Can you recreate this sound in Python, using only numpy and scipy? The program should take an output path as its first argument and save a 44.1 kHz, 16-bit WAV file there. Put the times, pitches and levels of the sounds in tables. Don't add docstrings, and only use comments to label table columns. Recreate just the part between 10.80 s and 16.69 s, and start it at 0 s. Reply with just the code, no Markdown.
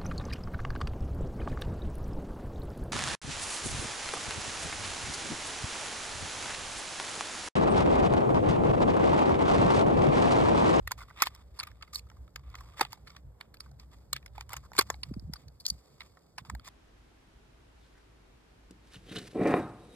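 import sys
import numpy as np
from scipy import signal
from scipy.fft import rfft, irfft
from scipy.io import wavfile
from scipy.ndimage import uniform_filter1d

SR = 44100
rng = np.random.default_rng(int(sys.argv[2]) if len(sys.argv) > 2 else 0)


def log_audio(samples):
    frames = np.atleast_2d(samples).T
    limited = np.clip(frames, -1, 1)
    pcm = np.round(limited * 32767).astype(np.int16)
    wavfile.write(sys.argv[1], SR, pcm)


N = 259749

# f/Hz, level/dB
AIR_SPECTRUM = [(100, -9), (250, -0.5), (500, 2), (900, -6), (1500, -13), (2500, -30), (5000, -26.5),
                (8000, -30), (12500, -28.5), (14000, -31.5), (15500, -44.5)]
AIR_DB = -68.5

# centre t/s, level/dB
THROB_SWELLS = [(1.597, -60.5), (2.049, -60), (2.472, -60.5), (2.918, -60.5), (3.359, -57), (3.79, -59),
                (4.676, -61.5), (5.139, -67)]
THROB_HZ, THROB_S = 136.4, 0.14

# t/s, rumble level/dB, roar level/dB
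WIND_LEVELS = [(0.0, -42, -70), (0.38, -56.5, -67.5), (1.21, -52.5, -69), (1.43, -48, -62.5),
               (1.47, -57, -68.5), (1.76, -49.5, -68), (2.43, -59.5, -65), (2.46, -45, -67),
               (2.54, -61, -67.5), (2.95, -53, -65), (3.33, -56, -66.5), (3.61, -47.5, -71),
               (4.1, -54.5, -60.5), (4.36, -43, -62), (4.56, -49, -71), (4.59, -64.5, -61),
               (4.67, -49, -69), (4.71, -57, -66), (4.89, -60.5, -71), (4.92, -42.5, -60),
               (5.02, -67.5, -71), (5.3, -59.5, -70), (5.41, -71, -71.5), (5.68, -52.5, -64.5),
               (5.76, -42, -63), (5.89, -62, -69)]
# f/Hz, level/dB
RUMBLE_SPECTRUM = [(20, -34.5), (35, -17), (50, -2), (64, 9), (80, -7), (110, -4), (160, -24.5),
                   (250, -63.5)]
# f/Hz, level/dB
ROAR_SPECTRUM = [(60, -31), (110, -2), (150, 6), (220, -2), (320, -8), (500, -35)]
# start t/s, peak level/dB, start f/Hz, end f/Hz, length/s
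WIND_PUFFS = [(4.272, -39.5, 157, 98.4, 0.079), (4.311, -32.5, 380, 68.6, 0.021),
              (4.364, -32, 352, 57.8, 0.027), (4.423, -42, 301, 93, 0.013),
              (4.441, -35.5, 129.5, 50.6, 0.028), (4.469, -41.5, 172, 140.3, 0.052),
              (4.495, -36, 277.5, 70.6, 0.017), (4.528, -38, 132.7, 49, 0.02),
              (4.656, -46.5, 118.4, 45.5, 0.032), (4.914, -41.5, 239, 60, 0.0306),
              (5.615, -45.5, 185, 107, 0.021), (5.685, -41, 149, 90, 0.022), (5.714, -43, 216, 137, 0.036),
              (5.738, -33.5, 203, 45, 0.0094)]
GUST_DB, GUST_S = 1.5, .05

# t/s, plastic level/dB, brass level/dB
GRIP_LEVELS = [(0.0, -84, -81), (0.39, -70.5, -74.5), (0.59, -84.5, -82.5), (1.06, -74, -76.5),
               (1.52, -89, -82.5), (1.92, -73.5, -79.5), (2.18, -78, -75.5), (2.38, -91, -89),
               (2.62, -86, -93.5), (3.07, -89.5, -82), (3.66, -80, -78.5), (4.13, -81, -74),
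               (4.33, -85, -75), (4.56, -91, -83.5), (5.05, -75, -70), (5.61, -87.5, -80), (5.79, -79, -83),
               (5.89, -60.5, -72)]
GRIP_HOLLOW_DB = -1
# start t/s, length/s, hollow, walls and brass level/dB, swell to the end/dB
RUB_STROKES = [(0.069, 0.057, -81, -66.5, -78, 13.5), (0.124, 0.014, -53.5, -64, -52, -21),
               (.18, 0.049, -58.5, -62.5, -60.5, 1.5), (0.24, 0.071, -72, -77, -76, -2),
               (0.363, .06, -60, -58, -67, 15), (0.429, 0.029, -44, -40, -45, -16),
               (0.458, 0.027, -59, -46, -44.5, -8), (0.502, 0.12, -64.5, -68.5, -71, -5),
               (0.741, 0.041, -77.5, -78, -77, 9.5), (0.8, 0.11, -58.5, -60, -68.5, -12.5),
               (1.032, 0.017, -58.5, -63, -74.5, -23), (1.133, 0.059, -65.5, -59.5, -47, -6),
               (1.568, 0.042, -66.5, -74, -78, -5.5), (1.637, 0.1, -70, -72.5, -83.5, -7),
               (1.745, 0.29, -60.5, -71, -66.5, -14.5), (1.972, 0.059, -56, -56, -58.5, 9),
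               (2.011, 0.059, -40.5, -41, -49.5, -23), (2.107, 0.055, -65, -65, -65.5, -5),
               (2.266, 0.13, -66, -68.5, -69.5, -7), (2.605, 0.052, -58.5, -63.5, -67.5, -11.5),
               (2.807, 0.092, -70, -73, -70, -15), (2.993, 0.053, -67, -70, -72, -7.5),
               (3.117, 0.028, -65.5, -69.5, -71.5, 4.5), (3.154, .1, -77.5, -78.5, -74, -10.5),
               (3.333, 0.049, -69, -45, -55, -12.5), (3.553, 0.075, -63, -65, -67.5, -1),
               (3.705, 0.076, -53, -60, -59.5, -4.5), (3.838, 0.025, -61, -78.5, -69.5, 1),
               (3.94, 0.055, -71, -72, -67.5, 18), (3.989, 0.033, -44, -42, -44.5, -4),
               (4.066, 0.064, -68, -73, -68.5, -6), (4.091, 0.076, -59.5, -75, -61.5, -15),
               (4.235, 0.064, -70.5, -72, -74, -5), (4.528, 0.12, -68, -65, -65.5, -10),
               (4.818, 0.026, -77.5, -84.5, -68, -11.5), (4.853, 0.038, -73, -83, -61.5, -9),
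               (4.906, 0.094, -90, -90, -68.5, -8.5), (5.2, 0.072, -70, -67, -69, -10),
               (5.592, 0.02, -67.5, -58, -64, -10.5), (5.654, 0.11, -62.5, -69, -67, -20),
               (5.847, .06, -77, -64, -57.5, 1.5)]
STROKE_RISE_S, STROKE_FADE_S = 0.0023, 0.005
# f/Hz, level/dB
RUB_HOLLOW_SPECTRUM = [(300, -27), (700, -12.5), (1000, -5.5), (1200, -0.5), (1400, -11.5), (2000, -21),
                       (4000, -49)]
# f/Hz, level/dB
RUB_WALLS_SPECTRUM = [(1000, -32), (1700, -5), (2400, 0.5), (3000, -7), (3600, 1.5), (4300, -19.5),
                      (8000, -45)]
# f/Hz, level/dB
RUB_BRASS_SPECTRUM = [(2500, -26.5), (4000, -5), (4700, 3.5), (5600, -5.5), (8000, -6.5), (9800, -10),
                      (11000, -10.5), (15000, -14.5)]

# t/s, hollow level/dB, hollow f/Hz, brass f/Hz,
# walls level/dB, brass level/dB, crack level/dB, hold/ms, chatter decay/ms
CONTACT_EVENTS = [(0.0751, -34, 1250, 4200, -34.0, -46, -38.5, 1.1, 1.4),
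                  (0.11, -35, 1250, 4400, -42.5, -56, -53, 0.45, 1.7),
                  (0.1174, -31, 1130, 4480, -31, -32.5, -29, 1.5, 0.64),
                  (0.1802, -52, 1275, 5030, -59, -58, -57, 1.8, 3.5),
                  (0.2053, -44, 1250, 5260, -58, -65, -67, 1.3, 4.5),
                  (0.2154, -47, 1220, 4750, -67, -63, -69, 4.9, 1.1),
                  (0.2328, -51, 1310, 4550, -60, -68, -67, 1.3, 1.1),
                  (0.2835, -56.6, 1190, 4300, -63.6, -76, -72, 2.3, 4),
                  (0.3018, -50.5, 1200, 4530, -70, -78, -72, 0.6, 4.1),
                  (0.3096, -49, 1180, 4640, -65, -67.0, -70.4, 1.9, 1.9),
                  (0.4019, -55, 1080, 4930, -39.5, -48.6, -66, 1.4, 2.4),
                  (0.4215, -19, 1214, 4700, -21, -24.5, -15, 0.27, 1.16),
                  (0.426, -25, 1210, 5330, -28.5, -44, -24, 1.03, 1.3),
                  (0.4348, -41, 1235, 5080, -31.5, -42, -39.7, 0.3, 2.1),
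                  (0.4644, -37.5, 1180, 4350, -37.5, -49, -45.8, 0.6, 2),
                  (0.4702, -30.5, 1090, 4680, -27.5, -33.5, -37, 0.42, 0.79),
                  (0.475, -48.5, 1150, 4430, -36.5, -53, -55, 1.5, 2),
                  (0.5494, -56.5, 1190, 4900, -53, -50.5, -49.5, 0.3, 1.4),
                  (0.7898, -42, 1065, 4580, -69, -33, -48.5, 4.3, 1.7),
                  (0.7983, -47, 1230, 4410, -40, -29, -61, 1.2, 0.92),
                  (0.8058, -44, 1330, 4640, -41.5, -42, -50, 0.3, 3.1),
                  (0.831, -37.5, 1255, 5250, -39.5, -53, -46.5, 5.7, 1.4),
                  (0.87, -45, 1164, 4600, -49, -60.5, -52.5, 6.1, 1.85),
                  (0.9145, -58, 1246, 4900, -57, -68, -64, 1.2, 2),
                  (1.0113, -55.5, 1260, 4810, -58.5, -65, -81.5, 0.3, 3.1),
                  (1.0248, -44.5, 1303, 4560, -43, -47.5, -54, 1.9, 1.7),
                  (1.0771, -57.5, 1190, 4600, -71, -61.1, -73, 2.9, 1.2),
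                  (1.1331, -49.5, 1230, 4640, -56, -49.5, -59, 1.2, 7),
                  (1.1463, -57, 1214, 4660, -64, -34.5, -40.6, 0.3, 3),
                  (1.1569, -49.5, 1240, 4400, -63, -25.5, -39, 1.3, 0.79),
                  (1.1851, -74, 1220, 4950, -68, -48, -57, 1.3, 3.5),
                  (1.1931, -70, 880, 4250, -49, -43, -53, 1.05, 1.3),
                  (1.2684, -63, 1300, 4450, -78, -77.5, -70.5, 1.4, 2.1),
                  (1.3002, -52, 1270, 4960, -55.5, -69, -58.5, 0.87, 0.77),
                  (1.3151, -52, 1113, 4850, -71, -76, -70.5, 1.3, 2),
                  (1.3686, -60, 1236, 4710, -78, -80.5, -72.5, 2.1, 3.3),
                  (1.4783, -58.5, 1240, 4370, -64.5, -76.5, -73.5, 0.5, 1.5),
                  (1.5598, -38.5, 1240, 4640, -41, -42, -42.5, 0.7, 1.54),
                  (1.7008, -64.5, 1170, 4610, -69, -68, -58.0, 0.6, 0.8),
                  (1.7411, -45, 1180, 5160, -53, -83, -72, 2.4, 2.2),
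                  (1.7534, -43.5, 1170, 4730, -43, -50, -48.5, 0.42, 0.87),
                  (1.785, -60, 1170, 5120, -51, -61.0, -69, 1.2, 3.5),
                  (1.8076, -46.5, 1100, 4750, -55, -70, -55, 1.2, 3),
                  (1.996, -34.5, 930, 4750, -37, -55, -43, 0.26, 1.4),
                  (2.0103, -19, 750, 4570, -22.5, -28, -25, 3.2, 2.3),
                  (2.0507, -43, 880, 4400, -36, -46.5, -58, 0.22, 1.0),
                  (2.1222, -52, 940, 4540, -49.5, -62, -52, 0.92, 3.1),
                  (2.13, -41, 872, 4690, -49, -40, -42.0, 0.35, 0.85),
                  (2.1746, -58.5, 895, 4400, -67.5, -77, -75, 0.3, 3.8),
                  (2.2724, -54.5, 1360, 4600, -50.5, -51, -66, 8.7, 2.1),
                  (2.3032, -55.7, 1353, 4750, -52.5, -52.5, -68.5, 1.2, 1.6),
                  (2.3495, -56.5, 1096, 4600, -63, -81, -76.5, 0.3, 2.8),
                  (2.3643, -51.5, 1080, 4600, -49, -58.5, -55, 3.2, 1.8),
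                  (2.6103, -46.5, 1060, 4580, -39.5, -43.5, -55, 0.29, 1.3),
                  (2.7426, -59.5, 1185, 4400, -52.5, -58.5, -54, 0.5, 4.2),
                  (2.7698, -67, 834, 4580, -60, -58.5, -68.5, 0.72, 0.64),
                  (2.8043, -48, 1260, 4530, -48, -37, -55, 0.49, 3.1),
                  (2.86, -58, 1124, 4560, -82, -74.5, -74, 5, 3.4),
                  (2.9141, -60.5, 720, 4550, -73, -68.5, -64.5, 1.8, 1.9),
                  (2.9978, -66, 1038, 4830, -61.5, -51, -58, 0.81, 2.5),
                  (3.0288, -66.5, 758, 4700, -69.5, -74.5, -71.5, 3.8, 1.55),
                  (3.3302, -32, 1342, 4130, -31.5, -27, -22.5, 1.43, 0.75),
                  (3.3637, -43, 1260, 4400, -34.5, -39, -43, 1.84, 0.45),
                  (3.427, -67, 1054, 5290, -58, -74, -73, 1.3, 1.6),
                  (3.4616, -53.4, 1260, 5180, -45, -45.5, -51, 0.48, 0.98),
                  (3.4792, -72, 960, 4800, -57, -67.5, -72, 0.3, 1.5),
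                  (3.5543, -59, 1214, 4260, -70, -74, -74, 0.7, 2.2),
                  (3.5799, -37, 903, 4600, -44.5, -55, -56, 0.75, 1.4),
                  (3.6093, -43.5, 930, 4720, -39.4, -60, -41.5, 0.25, 0.71),
                  (3.6931, -48.5, 1060, 4500, -51, -59, -48, 0.3, 1.4),
                  (3.7319, -41.5, 810, 5100, -40.5, -50, -36.5, 0.8, 2.2),
                  (3.7393, -38, 960, 5200, -43.5, -61, -49.7, 1.2, 1.1),
                  (3.7664, -44, 1060, 4940, -44, -46.8, -39.5, 2.1, 2.4),
                  (3.9177, -43.5, 920, 5300, -64.5, -59, -62.9, 0.36, 0.46),
                  (3.9331, -51, 960, 4340, -47.5, -53, -52, 1.2, 0.58),
                  (3.9514, -45.5, 930, 5080, -53.5, -65, -55.1, 0.23, 1.1),
                  (3.9663, -48, 950, 4620, -43.5, -44, -43, 0.3, 1.1),
                  (3.9813, -40, 890, 4400, -27, -29, -36, 0.3, 3.5),
                  (3.9891, -18, 1106, 4300, -20, -18, -15.5, 0.5, 3),
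                  (4.0107, -30, 890, 4760, -29.5, -28.5, -31, 1.8, 0.63),
                  (4.022, -54, 980, 5300, -48.5, -56, -41, 2.9, 0.5),
                  (4.1021, -26, 1046, 5470, -31.5, -33.5, -31, 0.2, 0.95),
                  (4.142, -50.5, 913, 4470, -46, -56, -62, 0.3, 1.4),
                  (4.2331, -48.0, 1040, 4550, -34.5, -30.5, -53, 0.76, 1.7),
                  (4.3389, -57, 1157, 4740, -56, -54, -66, 1.2, 1.4),
                  (4.3955, -70, 716, 4600, -82, -46, -60, 2.0, 0.9),
                  (4.5361, -46.5, 1070, 5050, -43.5, -34.5, -38.2, 0.61, 1.15),
                  (4.5577, -51.5, 1040, 4500, -65.5, -49.5, -69.5, 0.94, 2.2),
                  (4.5646, -67, 1058, 4610, -61.5, -50.5, -66.5, 0.27, 2),
                  (4.6812, -70, 765, 4400, -62.5, -51.5, -60.5, 3.2, 1.1),
                  (4.8007, -70.5, 770, 4510, -67, -48.5, -54, 1.07, 3.3),
                  (4.806, -66, 870, 4480, -67, -52, -52.5, 3, 2.5),
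                  (4.8536, -56.5, 1060, 4370, -62, -33.5, -49.1, 1.4, 3.2),
                  (4.8646, -67.5, 880, 4960, -67, -23, -24.5, 0.44, 0.37),
                  (4.88, -60, 1150, 4570, -73, -40.5, -42, 0.3, 0.4),
                  (4.885, -64, 1170, 4660, -60, -39, -35, 0.3, 5.1),
                  (4.9015, -62, 1015, 4700, -78, -23.5, -32, 0.25, 1.1),
                  (5.2067, -50.1, 1050, 4550, -38.5, -47, -53.6, 0.27, 0.69),
                  (5.2149, -53.5, 1060, 4530, -46.5, -56, -63.5, 4.5, 2.4),
                  (5.3712, -54.5, 1100, 4550, -63.5, -80.5, -69.5, 1.06, 4.1),
                  (5.5815, -37.5, 1060, 4700, -37.5, -45.5, -41, 1.56, 3.8),
                  (5.65, -53, 1060, 4770, -59.0, -58.5, -69.5, 1.1, 0.71),
                  (5.6984, -36, 1027, 4770, -40, -50, -43, 1.6, 1.5),
                  (5.7496, -44.5, 900, 4110, -49, -54, -51.9, 1.7, 0.68),
                  (5.7963, -55.6, 1280, 4450, -55, -51, -68, 0.3, 0.99),
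                  (5.8767, -46.5, 1025, 4900, -58, -67, -46, 0.38, 2.6)]
# factor on the contact's hollow f, relative level/dB, t60/s
HOLLOW_MODES = [(1.0, 2, 0.014), (1.7, -9, .012), (0.99, -11, .014)]
# f/Hz, relative level/dB, t60/s
BOX_MODES = [(1330, -4.5, 0.012), (1530, -10, .01)]
# f/Hz, relative level/dB, t60/s
THUD_MODES = [(300, -15.5, 0.0076), (448, -8, 0.013), (634, -18, 0.019)]
# t/s, added level/dB
THUD_WEIGHT = [(.5, -13.5), (2.0, 5)]
# f/Hz, relative level/dB, t60/s
WALL_MODES = [(1760, -5, 0.012), (2166, -3.5, 0.0097), (2417, 3.5, 0.0069), (2900, -7, .008),
              (3220, -6, 0.004), (3500, -4, 0.008), (3986, -3, 0.008)]
# factor on the contact's brass f, relative level/dB, t60/s
BRASS_MODES = [(1.0, 3, 0.014), (.94, -8.5, .01), (1.075, -1, 0.0078), (1.16, -5, 0.0072),
               (2.04, -11.5, .012), (2.13, -7, 0.0073)]
# f/Hz, relative level/dB, t60/s
CRACK_MODES = [(5310, 2, 0.0064), (6650, 9, 0.004), (7820, -5, 0.0031), (7230, -5.5, 0.0011),
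               (9160, -7.5, 0.0044), (9660, 6, 0.0023), (10100, -1.5, 0.00077), (10940, -6, 0.011),
               (12940, -12, 0.0017), (13600, -2, 0.012), (15600, -7, 0.0029)]
RISE_MS, RISE_SHARE = .45, .2
RATTLE_DB, RATTLE_MS = -21.5, 7.1
HEAVY_DB, THUD_GROWTH = -17, 0.52

# f/Hz, lead/rad
PORT_LEAD = [(0, 0), (150, -.45), (500, -.6), (1460, -.4), (2070, .5), (2400, 2.6), (3500, 2.0),
             (5000, 2.1), (6000, 3.2), (7700, 6.2), (10200, 9.4), (13800, 14.6), (16000, 16.3)]
# f/Hz, near sources, meadow air
PORT_LIKENESS = [(60, .98, .9), (130, .93, .75), (300, .9, .45), (600, .93, .45), (1200, .95, .5),
                 (2500, .95, .85), (3200, .75, .55), (5000, .75, .6), (6000, .95, .9), (16000, .97, .9)]
# f/Hz, level/dB
PORT_BALANCE = [(60, -.4), (650, -4), (1100, -1.5), (1700, 0), (2200, -4.5), (3000, -1), (6000, 0),
                (16000, 0)]
EDGE_HZ = 16400


def gain_of(db):
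    return 10 ** (np.asarray(db) / 20)


def evened(x):
    return x / np.sqrt(np.mean(x ** 2) + 1e-20)


def read(points, hz, column=1):
    points = np.array(points, float)
    return np.interp(np.log(hz + 1), np.log(points[:, 0] + 1), points[:, column])


def curve(rows, column):
    rows = np.array(rows, float)
    return np.interp(np.arange(N) / SR, rows[:, 0], rows[:, column])


def colour(x, spectrum):
    gains = gain_of(read(spectrum, np.fft.rfftfreq(N, 1 / SR)))
    return evened(irfft(rfft(x) * gains, N))


def lumps(size):
    once = uniform_filter1d(rng.standard_normal(N), size)
    return evened(uniform_filter1d(once, size))


def add(mix, s, sound):
    part = mix[..., round(s * SR):][..., :sound.shape[-1]]
    part += sound[..., :part.shape[-1]]


def air():
    swell = gain_of(AIR_DB + 0.85 * lumps(size=4000))
    return swell * colour(rng.standard_normal((2, N)), AIR_SPECTRUM)


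def throb():
    out, t = np.zeros(N), np.arange(0, THROB_S, 1 / SR)
    swell = 2 * np.hanning(len(t))
    for s, db in THROB_SWELLS:
        phase = 2 * np.pi * (THROB_HZ * t + rng.random())
        tone = np.sin(phase) + gain_of(-24) * np.sin(2 * phase)
        add(out, s - THROB_S / 2, gain_of(db) * swell * tone)
    return out


def puff(db, start_hz, end_hz, length):
    u = np.arange(0, 1, 1 / (length * SR))
    turns = np.cumsum(start_hz * (end_hz / start_hz) ** u) / SR
    swell = np.sin(np.pi * u ** 0.57) ** 2
    return gain_of(db) * swell * np.sin(2 * np.pi * (turns + rng.random((2, 1))))


def wind():
    gusts = GUST_DB * lumps(size=round(GUST_S * SR)) + 1.0 * lumps(size=900)
    rumble = colour(rng.standard_normal((2, N)), RUMBLE_SPECTRUM)
    out = gain_of(curve(WIND_LEVELS, 1) + gusts) * rumble
    roar = colour(rng.standard_normal((2, N)), ROAR_SPECTRUM)
    out += gain_of(curve(WIND_LEVELS, 2) + 1.3 * lumps(size=500)) * roar
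    for s, *shape in WIND_PUFFS:
        add(out, s, puff(*shape))
    return out


def pressure():
    plastic_db, brass_db = curve(GRIP_LEVELS, 1), curve(GRIP_LEVELS, 2)
    t = np.arange(N) / SR
    out = gain_of([plastic_db + GRIP_HOLLOW_DB, plastic_db, brass_db])
    for start, length, *body_dbs, swell_db in RUB_STROKES:
        rise = np.minimum(t - start, 0) / STROKE_RISE_S
        fade = np.maximum(t - start - length, 0) / STROKE_FADE_S
        swell = gain_of(swell_db * np.clip((t - start) / length, 0, 1))
        out = out + gain_of(body_dbs)[:, None] * np.exp(rise - fade) * swell
    return out


def rub():
    steps = np.repeat(rng.exponential(1, N // 60 + 1), repeats=60)[:N]
    catches = np.minimum(uniform_filter1d(steps, size=30), 4)
    slips = gain_of(2 * rng.exponential(1, N) + 2.1 * catches + 2.4 * lumps(size=300))
    out = np.zeros((2, N))
    spectra = (RUB_HOLLOW_SPECTRUM, RUB_WALLS_SPECTRUM, RUB_BRASS_SPECTRUM)
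    for push, spectrum in zip(pressure(), spectra):
        out += push * colour(slips * rng.standard_normal((2, N)), spectrum)
    return out


def ring(modes, drive, spread):
    t = np.arange(1100) / SR
    hz, db, t60 = np.transpose(modes)[..., None]
    weighting, detuning = rng.standard_normal((2, len(modes), 1))
    hz = hz * (1 + spread * detuning)
    soft = 1 - np.exp(-t * hz / 0.57)
    decay = gain_of(db + 0.2 * weighting - 60 * t / t60)
    responses = soft * decay * np.sin(2 * np.pi * hz * t)
    signs = rng.choice([-1., 1.], (2, len(modes)))
    sound = signal.fftconvolve(drive[None], signs @ responses, axes=1)
    loudest = uniform_filter1d((sound ** 2).mean(0), size=80).max()
    return sound / np.sqrt(loudest)


def impacts(ms, hold, chatter):
    after = np.maximum(ms - hold, 0)
    rise = np.exp(np.minimum(ms, 0) / (RISE_MS + RISE_SHARE * chatter))
    fade = np.exp(-after / chatter) + gain_of(RATTLE_DB) * np.exp(-after / RATTLE_MS)
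    grains = rng.exponential(1, len(ms)) ** 0.22
    return rise * fade * rng.standard_normal((4, len(ms))) * grains


def contacts():
    out, ms = np.zeros((2, N)), np.arange(-400, 1600) / SR * 1000
    for s, hollow_db, hollow_hz, brass_hz, walls_db, brass_db, crack_db, hold, chatter in CONTACT_EVENTS:
        thud_db = np.interp(s, *np.transpose(THUD_WEIGHT)) + THUD_GROWTH * (hollow_db - HEAVY_DB)
        thud = np.add(THUD_MODES, (0, thud_db, 0))
        hollow = np.vstack([np.multiply(HOLLOW_MODES, (hollow_hz, 1, 1)), BOX_MODES, thud])
        walls = np.tile(WALL_MODES, (4, 1))
        brass = np.multiply(BRASS_MODES, (brass_hz, 1, 1))
        crack = np.tile(CRACK_MODES, (2, 1))
        bodies = (hollow, walls, brass, crack)
        levels = (hollow_db, walls_db, brass_db, crack_db)
        spreads = (0.051, .06, 0.012, 0.055)
        for modes, drive, spread, db in zip(bodies, impacts(ms, hold, chatter), spreads, levels):
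            add(out, s + ms[0] / 1000, gain_of(db) * ring(modes, drive, spread))
    return out


def ports(pair, likeness_column):
    hz = np.fft.rfftfreq(N, 1 / SR)
    same = np.clip(read(PORT_LIKENESS, hz, likeness_column), 0, 1)
    first, second = rfft(pair)
    lead = np.exp(1j * np.interp(hz, *np.transpose(PORT_LEAD)))
    left = (same * first + np.sqrt(1 - same ** 2) * second) * lead
    half = gain_of(read(PORT_BALANCE, hz) / 2)
    return irfft(np.array([left * half, first / half]), N)


def scene():
    return ports(air(), likeness_column=2) + ports(throb() + wind() + rub() + contacts(), likeness_column=1)


def record(dry):
    low_pass = signal.firwin(511, EDGE_HZ, window=("kaiser", 9), fs=SR)
    return signal.oaconvolve(dry, low_pass[None], "same", axes=1)


dry = scene()
out = record(dry)
log_audio(out)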